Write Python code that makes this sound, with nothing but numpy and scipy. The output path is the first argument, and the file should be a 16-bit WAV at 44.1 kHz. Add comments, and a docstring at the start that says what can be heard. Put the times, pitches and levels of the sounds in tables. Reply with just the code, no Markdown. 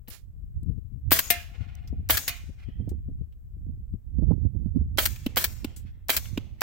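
"""A suppressed semi-automatic rifle fires six shots across an open field, a few steps away.
Each shot layers noise bursts for hammer, muzzle blast, venting gas and slamming bolt.
Bullets ring steel (decaying sines) or thud into earth (damped low swings under sprays of noise).
Spent cases tick in the grass, and a wooded hill answers with flickering noise tails.
Wind buffets the two microphone ports with low noise and single eddies, over a faint hush."""
import sys
import numpy as np
from scipy import signal
from scipy.fft import rfft, irfft, next_fast_len
from scipy.io import wavfile
from scipy.ndimage import map_coordinates

SR = 44100
rng = np.random.default_rng(int(sys.argv[2]) if len(sys.argv) > 2 else 0)


def store_wav(level_fs):
    """Save 16-bit WAV to argv[1]."""
    pcm = np.round(np.clip(np.atleast_2d(level_fs), -1, 1) * 32767)
    wavfile.write(sys.argv[1], SR, pcm.T.astype(np.int16))


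N = 291942
TIME = np.arange(N) / SR
AGE = TIME[:SR + SR // 2]  # time since an event began (s)

# the six shots: start_s, blast_db, blast_left_minus_right_db, treble_tilt_db, field_echo_db, case_ring_db
SHOTS = [(1.1179, -15, -2, 14.5, -32, -43.5), (2.0993, -17.5, -5.5, 10, -32.5, -45),
         (4.984, -20, -6, 1.5, -36.5, -69), (5.3698, -21, -5, 4.5, -39.5, -62),
         (6.0944, -20.5, -4.5, 5, -38.5, -64), (6.6182, -20, -5, 3, -45, -69)]
# spectrum of venting gas, also of brushed cloth: pitch_hz, relative_level_db
GAS_SPECTRUM = [(100, -12.5), (400, -4), (900, -7), (1600, -1.5), (3500, -0.5), (7000, 2), (11000, -0.5),
                (15000, -7.5)]
# spectrum of the wooded hill's answer: pitch_hz, relative_level_db
HILL_SPECTRUM = [(200, -7), (700, -3), (1200, -1.5), (2300, 4), (3300, -1.5), (5000, -9), (9000, -20.5),
                 (15000, -36)]


def rifle():
    """Hammer, first leak of gas, pressure spike, blast through the baffles, venting action, bolt."""
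    # spectrum of the muzzle blast: pitch_hz, relative_level_db
    blast = [(50, -17.5), (200, -2.5), (450, -0.5), (900, -4.5), (3500, 1.5), (6000, -6.5), (10000, -7.5),
             (15000, -11.5)]
    # spectrum of the hissing jet: pitch_hz, relative_level_db
    jet = [(3000, -32), (9000, -14), (12000, -10), (15000, -2)]
    # spectrum of hammer and bolt: pitch_hz, relative_level_db
    bolt = [(100, -7), (400, -11), (800, -6.5), (2000, 0), (5000, 2), (9000, -1), (15000, -5)]
    # resonances of the rifle: pitch_hz, width_hz, boost_db
    body = [(647, 42, 11.5), (1030, 200, 0.5), (1620, 420, 8), (2270, 250, 5), (3180, 150, 5.5),
            (3830, 140, -1.5), (4340, 260, 4.5), (4770, 120, 3), (5840, 47, 5)]
    # the action cycles alike on every shot: times from the blast, levels relative to it
    hammer_lead_s, leak_lead_s, bolt_delay_s = .0095, 0.0063, .0706
    hammer_db, leak_db, gas_db = -6, -12, -12
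    bolt_db = -19.5  # the spring, not the powder, sets the force of the bolt: same level on every shot
    out = np.zeros((2, N))
    u = AGE[:SR // 50] / 0.00014
    spike = filtered((1 - u) * np.exp(-u), lambda hz: 1 / (1 + 1j * hz / 3000) ** 2)
    for s, db, pan_db, tilt_db, *_ in SHOTS:
        hammer = burst(bolt, 0.00021, 0.00033, 0.0049, tilt_db=1.5)
        add(out, s - hammer_lead_s, amp(db + hammer_db) * panned(4) * hammer)
        leak = burst(GAS_SPECTRUM, 0.0011, 0.0053, 0.0058, tilt_db=-7)
        add(out, s - leak_lead_s, amp(db + leak_db) * panned(-2) * leak)
        add(out, s, amp(db + 18.5) * panned(pan_db - 3) * spike)
        muzzle = burst(blast, 0.00038, 0.0087, 0.068, tilt_db, body, sputter_db=3)
        add(out, s, amp(db) * panned(pan_db) * muzzle)
        hiss = burst(jet, .001, 0.016, .04, sputter_db=3)
        add(out, s + 0.0027, amp(db - 10.5) * panned(2) * hiss)
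        venting = burst(GAS_SPECTRUM, .005, 0.047, 0.13, bumps=body, sputter_db=0.5)
        add(out, s + .006, amp(db + gas_db) * venting)
        slam = burst(bolt, 0.0008, 0.004, 0.055, bumps=body, sputter_db=3)
        add(out, s + bolt_delay_s, amp(bolt_db) * panned(1) * slam)
    return out


def first_round_pop(db=-20, hz=280):
    """Air in the cold suppressor burns on the first shot and adds a hollow pop."""
    out = np.zeros((2, N))
    add(out, SHOTS[0][0], amp(db) * panned(-14) * push(hz, cycles=.9))
    return out


def flying_cases():
    """Hot brass sings as it spins out of the port."""
    out = np.zeros((2, N))
    for s, *_, ring_db in SHOTS:
        ring = narrow(6720, 320) * swell(AGE, 0.037, 0.13, 0.31)
        add(out, s + .05, amp(ring_db) * panned(4) * ring)
    return out


def steel():
    """A bullet splashes on a plate; the plate rings, and field and hill carry the clang on."""
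    # bullets on steel: start_s, splash_db, ring_db (before a shared trim), left_minus_right_db,
    # treble_tilt_db, hill_echo_db
    hits = [(1.3024, -15.5, -20.5, 7.5, 2, -57.5), (2.279, -21, -35.5, -0.5, 3.5, -72)]
    # modes of the large plate: pitch_hz, relative_level_db, t60_s
    big_plate = [(699, -4, .27), (1640, -13, .25), (1785, -10, .28), (2101, -2, .22), (2422, -4, .26),
                 (2740, -9, .2), (2853, -10, .24), (3397, -16, .26), (3747, -9, .13), (5017, -15, .2),
                 (6142, -18, .2), (8177, -3, .12), (9251, -4, .12), (10642, -3, .1), (10880, -2, .09),
                 (13180, -11, .07)]
    # modes of the small plate: pitch_hz, relative_level_db, t60_s
    small_plate = [(700, -8.5, 0.33), (1100, -3, 0.21), (2064, -15, .15), (2450, -19, 0.19),
                   (3120, -3, 0.26), (4370, 5, 0.19), (4800, -16.5, 0.099), (6153, -4, .25)]
    # spectrum of the splash: pitch_hz, relative_level_db
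    splash = [(100, -5.5), (400, -9), (700, -10), (1000, -12.5), (1400, -3.5), (2300, 5.5), (3300, 2),
              (4500, 1), (7000, -2.5), (11000, -4.5), (15000, -8.5)]
    ring_trim_db = -5.5
    out = np.zeros((2, N))
    for hit, plate in zip(hits, (big_plate, small_plate)):
        s, db, ring_db, pan_db, tilt_db, hill_db = hit
        modes = [(hz, 50, 14 * np.exp(-hz / 4500)) for hz, _, _ in plate]  # the low modes carry farthest
        impact = burst(splash, 0.00011, 0.0024, 0.072, tilt_db, sputter_db=3)
        add(out, s, amp(db) * panned(pan_db) * impact)
        field_clang = burst(splash, 0.0041, .01, 0.37, tilt_db=-8.5, bumps=modes)
        add(out, s + 0.0049, amp(db - 16.5) * field_clang)
        hill_clang = noise(HILL_SPECTRUM, len(AGE), -6.0, modes, ripple_db=4.5)
        add(out, s + 0.15, amp(hill_db) * hill_clang * flicker(3) * swell(AGE, .08, 0.19, 1.4))
        # the lowest mode lingers in the echoes
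        lingering = narrow(plate[0][0], 35) * flicker(3) * swell(AGE, .03, 0.53, 2.0)
        add(out, s, amp(hill_db - 13) * lingering)
        for hz, mode_db, t60 in plate:
            phase = rng.uniform(0, 2 * np.pi) + rng.normal(0, 0.97, (2, 1))  # differs left to right
            mode = np.sin(2 * np.pi * hz * AGE + phase) * swell(AGE, .0005, 0, t60)
            add(out, s, amp(ring_db + mode_db + ring_trim_db) * mode)
    return out


def ricochet(s=2.63, db=-69, hz=3200, slowing=.04):
    """A spinning fragment whines away, its pitch sinking as it loses speed."""
    out = np.zeros((2, N))
    tumble = narrow(0, 65)
    whine = np.sin(2 * np.pi * np.cumsum(hz * (1 - slowing * AGE)) / SR)
    add(out, s, amp(db) * tumble * whine * swell(AGE, 0.016, 0.15, .6))
    return out


def earth():
    """A bullet slaps the bank: a spray of soil over a hollow thud, then crumbs settle."""
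    # bullets in earth: start_s, thud_db, thud_hz, spray_db, treble_tilt_db
    hits = [(5.262, -16.5, 240, -25.5, 0.5), (5.6441, -22.5, 256, -27, -0.5), (6.374, -18, 258, -26, -9)]
    # spectrum of flying soil: pitch_hz, relative_level_db
    soil = [(200, 15.5), (800, -1.5), (1700, -8), (2800, 4), (5000, -5), (9000, -11.5), (15000, -15.5)]
    out = np.zeros((2, N))
    for s, thud_db, hz, spray_db, tilt_db in hits:
        spray = burst(soil, 0.00083, 0.0038, 0.029, tilt_db)
        add(out, s, amp(spray_db) * panned(-0.14) * spray)
        add(out, s + 0.00201, amp(thud_db) * push(hz, cycles=0.78))
        crumbs = burst(soil, 0.0017, 0.016, 0.71, tilt_db=-13.5, sputter_db=3)
        add(out, s + 0.0036, amp(spray_db - 26.0) * crumbs)
    return out


def echoes():
    """The near field answers at once, the wooded hill half a second later, from two belts of trees."""
    # round trips to the two belts of trees: near_s, far_s
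    near, far = (.478, .55)
    out = np.zeros((2, N))
    for s, *_, field_db, _ in SHOTS:
        hill_db = field_db - 21.5
        add(out, s + 0.037, amp(field_db) * panned(2.2) * field_tail() * flicker(1.6))
        near_trees = noise(HILL_SPECTRUM, len(AGE), 4.1, ripple_db=5.5) * flicker(4.0)
        add(out, s + near, amp(hill_db) * near_trees * swell(AGE, 0.027, 0.025, 0.17))
        far_trees = noise(HILL_SPECTRUM, len(AGE), -12.5, ripple_db=6) * flicker(2.2)
        add(out, s + far, amp(hill_db - 13.0) * far_trees * swell(AGE, 0.01, 0.053, .7))
    return out


def field_tail():
    """Scatter from grass and fences; the treble dies first."""
    # spectrum of the scatter: pitch_hz, relative_level_db
    scatter = [(200, -1.5), (700, -10.5), (1600, -6), (4500, -1.5), (6700, 2.5), (9000, -3), (15000, -5)]
    # decay of the scatter: pitch_hz, t60_s
    decay = [(300, .7), (2000, 0.88), (6000, 0.68), (15000, 0.41)]
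    hz, t, z = signal.stft(noise(scatter, len(AGE), ripple_db=3.5), SR, nperseg=256)
    fade = amp(-60 * t / along(decay, hz)[:, None])
    tail = signal.istft(z * fade, SR, nperseg=256)[1]
    return tail[:, :len(AGE)] * (1 - np.exp(-AGE / 0.0098))


def flicker(depth_db):
    """Echoes from scattered trees and posts arrive unevenly."""
    knots = np.arange(0, AGE[-1], .02)
    return unit(amp(depth_db * np.interp(AGE, knots, rng.standard_normal(len(knots)))))


def handling():
    """Cases drop, gear clicks and a sleeve brushes the stock."""
    # landing cases and small clicks of gear: start_s, level_db, centre_hz, t60_s
    ticks = [(0.0804, -41, 230, 0.071), (0.0757, -44.5, 2820, 0.005), (0.1004, -43.5, 11200, 0.036),
             (0.632, -52, 8900, 0.0059), (1.7520, -44.5, 6260, 0.0079), (1.8745, -50.5, 5170, 0.061),
             (2.891, -50, 7400, 0.071), (3.324, -68.5, 2900, 0.066), (5.1600, -41, 2680, 0.031),
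             (5.762, -45.5, 8030, 0.14), (6.2550, -41.5, 2740, 0.03)]
    out = np.zeros((2, N))
    for s, db, hz, t60 in ticks:
        spectrum = [(hz / 8, -14), (hz / 2, -7), (hz, 0), (hz * 2, -13), (hz * 4, -20)]
        add(out, s, amp(db) * burst(spectrum, 0.0008, 0.00092, t60, bumps=[(hz, hz / 6, 5)]))
    sleeve = burst(GAS_SPECTRUM, 0.0015, 0.044, 0.18)
    add(out, .103, amp(-47) * panned(-25) * sleeve)
    return out


def wind():
    """Each port has its own turbulence; in stronger wind the higher flutter grows fastest."""
    # the hardest eddies striking a port: start_s, level_db (before a shared trim), pitch_hz,
    # left_minus_right_db
    hard_eddies = [(0.63, -25, 131, 19), (0.777, -21.5, 140, 30), (1.076, -16.5, 89, -29),
                   (1.607, -19.5, 140, 31), (1.927, -18.5, 230.3, 29.5), (1.993, -19, 148, 14),
                   (2.492, -25, 192, 24), (2.686, -23, 203, 34.5), (2.800, -22, 199, -4),
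                   (2.875, -20, 238.5, -13.5), (2.916, -23, 272, -6), (3.086, -21, 167, 9.5),
                   (3.21, -21, 150, 18.5), (3.937, -17.5, 149, 23), (4.185, -11, 177, -31.5),
                   (4.224, -13, 220, -24.5), (4.309, -10.5, 320, -32.5), (4.45, -11, 184, -42),
                   (4.659, -15.5, 169, -22.5), (4.81, -17, 148, -11)]
    # spectrum of the deepest pressure swings: pitch_hz, relative_level_db
    deep = [(12, -11), (30, -1.5), (50, 3), (90, -17), (200, -51), (400, -84)]
    # spectrum of the rumble: pitch_hz, relative_level_db
    rumble = [(15, -19), (30, -11), (70, 8), (110, 0), (170, -13.5), (280, -29), (500, -54), (1000, -90.5)]
    # spectrum of the flutter: pitch_hz, relative_level_db
    flutter = [(60, -14.5), (140, 4.5), (260, -0.5), (450, -21.5), (800, -44.5), (1500, -60), (3000, -71)]
    strength_db = wind_db()
    force = amp(strength_db + 19.5)  # 1 in a hard gust
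    out = amp(-33.5) * force ** 0.6 * turbulence(deep)
    out += amp(-21.5) * force * turbulence(rumble)
    lumps = unit(amp(5 * turbulence([(15, 0), (40, -20), (100, -80)])))
    out += amp(-27.5) * force ** 1.9 * lumps * turbulence(flutter)

    # each hard eddy rides in a swell of rumble
    buffet_db, buffet_s = -13.5, 0.032
    buffets = turbulence(rumble)
    for s, db, hz, pan_db in hard_eddies:
        add(out, s, amp(db - 8) * panned(pan_db) * eddy(hz))
        bell = np.exp(-((TIME - s) / buffet_s) ** 2)
        out += amp(db + buffet_db) * panned(pan_db) * buffets * bell

    # lesser eddies come at random and follow the wind strength at their port
    eddy_per_s, eddy_db, eddy_hz, scatter_db = 16, -4, 170, 1.5
    chance = rng.uniform(-1, 1, (200, 4))
    starts = np.cumsum(1 + chance[:, 0]) / eddy_per_s
    for s, (_, side, size, octave) in zip(starts, chance):
        if s < TIME[-1]:
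            port = int(side > 0)
            db = strength_db[port, int(s * SR)] + eddy_db + scatter_db * size
            add(out[port:port + 1], s, amp(db) * push(eddy_hz * 2 ** (octave / 2), cycles=.5))
    return out


def wind_db():
    """Strength at each port: the slow gusts with a quick unrest on top."""
    # wind at the left port: time_s, strength_db
    left = [(0, -44.5), (.26, -59), (.42, -33), (.55, -42.5), (.7, -27), (.9, -40), (.97, -30.5),
            (1.06, -46.5), (1.55, -39.5), (2.05, -34), (2.3, -52), (2.48, -38.5), (2.62, -44), (3.0, -35),
            (3.35, -44), (3.73, -33), (3.85, -44.5), (4.55, -51.5), (4.82, -30), (5.1, -46.5), (6.6, -46.5)]
    # wind at the right port: time_s, strength_db
    right = [(0, -64), (.22, -44), (.44, -50.5), (.58, -30), (.68, -56), (.95, -66), (1.092, -23),
             (1.27, -54.5), (1.8, -48), (1.98, -34.5), (2.69, -49), (2.818, -23), (3.38, -52), (3.7, -30.5),
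             (4.021, -48.5), (4.15, -25.5), (4.34, -18), (4.562, -28.5), (4.851, -25.5), (5.1, -33.5),
             (5.85, -36), (6.0, -51), (6.361, -28.5), (6.6, -47)]
    unrest_db, unrest_per_s = 2.5, 16
    slow = np.array([np.interp(TIME, *np.transpose(port)) for port in (left, right)])
    knots = rng.standard_normal((2, 400))
    unrest = np.array([map_coordinates(k, [TIME * unrest_per_s]) for k in knots])
    return slow + unrest_db * unrest


def turbulence(spectrum):
    """Churning air: separate shaped noise at each port, of rms 1 overall."""
    return unit(filtered(rng.standard_normal((2, N)), lambda hz: amp(along(spectrum, hz))))


def eddy(hz):
    """One whirl of air on a port: a low push with a rough edge."""
    edge = [(hz / 3, -6), (hz * 1.24, 0), (hz * 3, -20), (hz * 10, -70)]
    return push(hz, cycles=0.5) + amp(-13) * burst(edge, 0.0027, 0.01, .05)


def still_air():
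    """The faint hush of open country, as steady noise."""
    # spectrum of the hush: pitch_hz, relative_level_db
    air = [(100, 5), (400, 3.5), (900, -10), (2000, -14.5), (4500, -20.5), (8000, -15), (10000, -21),
           (15000, -21.5)]
    return amp(-76.0) * panned(3) * noise(air, N)


def amp(db):
    """Decibels to a linear gain."""
    return 10 ** (np.asarray(db) / 20)


def unit(x):
    """Scale to rms 1."""
    return x / np.sqrt(np.mean(x ** 2) + 1e-20)


def along(points, hz):
    """Read (Hz, value) points on a log frequency axis."""
    f, v = np.transpose(points)
    return np.interp(np.log(hz + 1), np.log(f), v)


def filtered(x, response):
    """Shape the spectrum of x by a response of frequency."""
    size = x.shape[-1]
    m = next_fast_len(size + 4096)
    return irfft(rfft(x, m) * response(np.fft.rfftfreq(m, 1 / SR)), m)[..., :size]


def panned(pan_db):
    """Left and right gains of constant power."""
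    g = np.array([amp(pan_db / 2), amp(-pan_db / 2)]).reshape(2, -1)
    return g / np.sqrt(np.mean(g ** 2, axis=0))


def noise(spectrum, size, tilt_db=0, bumps=(), ripple_db=0):
    """Stereo noise of rms 1 with a spectrum, a treble tilt, resonances and the ripple of short reflections."""
    # stereo likeness: pitch_hz, left_right_correlation
    alike = [(200, 1), (1000, 0.23), (3000, 0.26), (8000, 0.068), (15000, 0.17)]
    knots = rng.standard_normal((2, 200))

    def colour(hz):
        db = along(spectrum, hz) + tilt_db * along([(2500, 0), (12000, 1)], hz)
        db = db + sum(peak / (1 + (2 * (hz - f) / width) ** 2) for f, width, peak in bumps)
        # wider teeth in the treble
        ripple = np.array([np.interp(np.sqrt(hz), np.arange(len(k)), k) for k in knots])
        turn = np.arccos(np.clip(along(alike, hz), -1, 1)) / 2
        return amp(db + ripple_db * ripple) * [np.cos(turn), np.sin(turn)]

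    mid, side = filtered(rng.standard_normal((2, size)), colour)
    return unit(np.array([mid + side, mid - side]))


def narrow(hz, width_hz):
    """A fuzzy tone: narrow-band noise, separate left and right, of rms 1 overall."""
    white = rng.standard_normal((2, len(AGE)))
    return unit(filtered(white, lambda f: np.exp(-((f - hz) / width_hz) ** 2)))


def swell(t, rise, hold, t60):
    """Rises, holds, then dies away by 60 dB in t60 (all in s)."""
    return (1 - np.exp(-t / rise)) * amp(-60 * np.maximum(t - hold, 0) / t60)


def burst(spectrum, rise, hold, t60, tilt_db=0, bumps=(), sputter_db=0):
    """A short puff of coloured noise, sputtering from one millisecond to the next."""
    t = AGE[:SR // 3]
    knots = np.arange(0, t[-1], .0015)
    jumps = rng.uniform(-1.5, 1.5, len(knots))
    sputter = unit(amp(sputter_db * np.interp(t, knots, jumps)))
    puff = noise(spectrum, len(t), tilt_db, bumps, ripple_db=3)
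    return puff * sputter * swell(t, rise, hold, t60)


def push(hz, cycles):
    """A heavily damped low swing of pressure; its envelope peaks at 1 after the given cycles."""
    u = AGE[:SR // 3] * hz / cycles
    return -np.sin(2 * np.pi * u * cycles) * u ** 2 * np.exp(2 - 2 * u)


def add(out, s, sound):
    """Mix a sound in at time s."""
    part = out[:, max(round(s * SR), 0):][:, :sound.shape[-1]]
    part += sound[..., :part.shape[1]]


def scene():
    """Gun and bullets over echoes, handling, wind and air."""
    gun = rifle() + first_round_pop() + flying_cases()
    bullets = steel() + ricochet() + earth()
    return gun + bullets + echoes() + handling() + wind() + still_air()


def record(dry):
    """The ports colour the treble, peaks are rounded off, and a steep cut ends the band."""
    # colour of the ports: pitch_hz, left_db, right_db
    ports = np.array([(1000, 1.5, 2.5), (4500, -2, 1.5), (6500, -1, -1), (8300, 3, -4), (9360, -2, -3.5),
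                      (10870, 2.5, 1), (13500, 13.5, 2), (15400, 12.5, 6.5)])
    top_hz, ceiling = 16000, .85
    left, right = ports[:, [0, 1]], ports[:, [0, 2]]
    x = filtered(dry, lambda hz: amp([along(left, hz), along(right, hz)]))
    x = x / (1 + np.abs(x / ceiling) ** 4) ** (1 / 4)
    return filtered(x, lambda hz: 1 / np.sqrt(1 + (hz / top_hz) ** 180))


dry = scene()
out = record(dry)
store_wav(out)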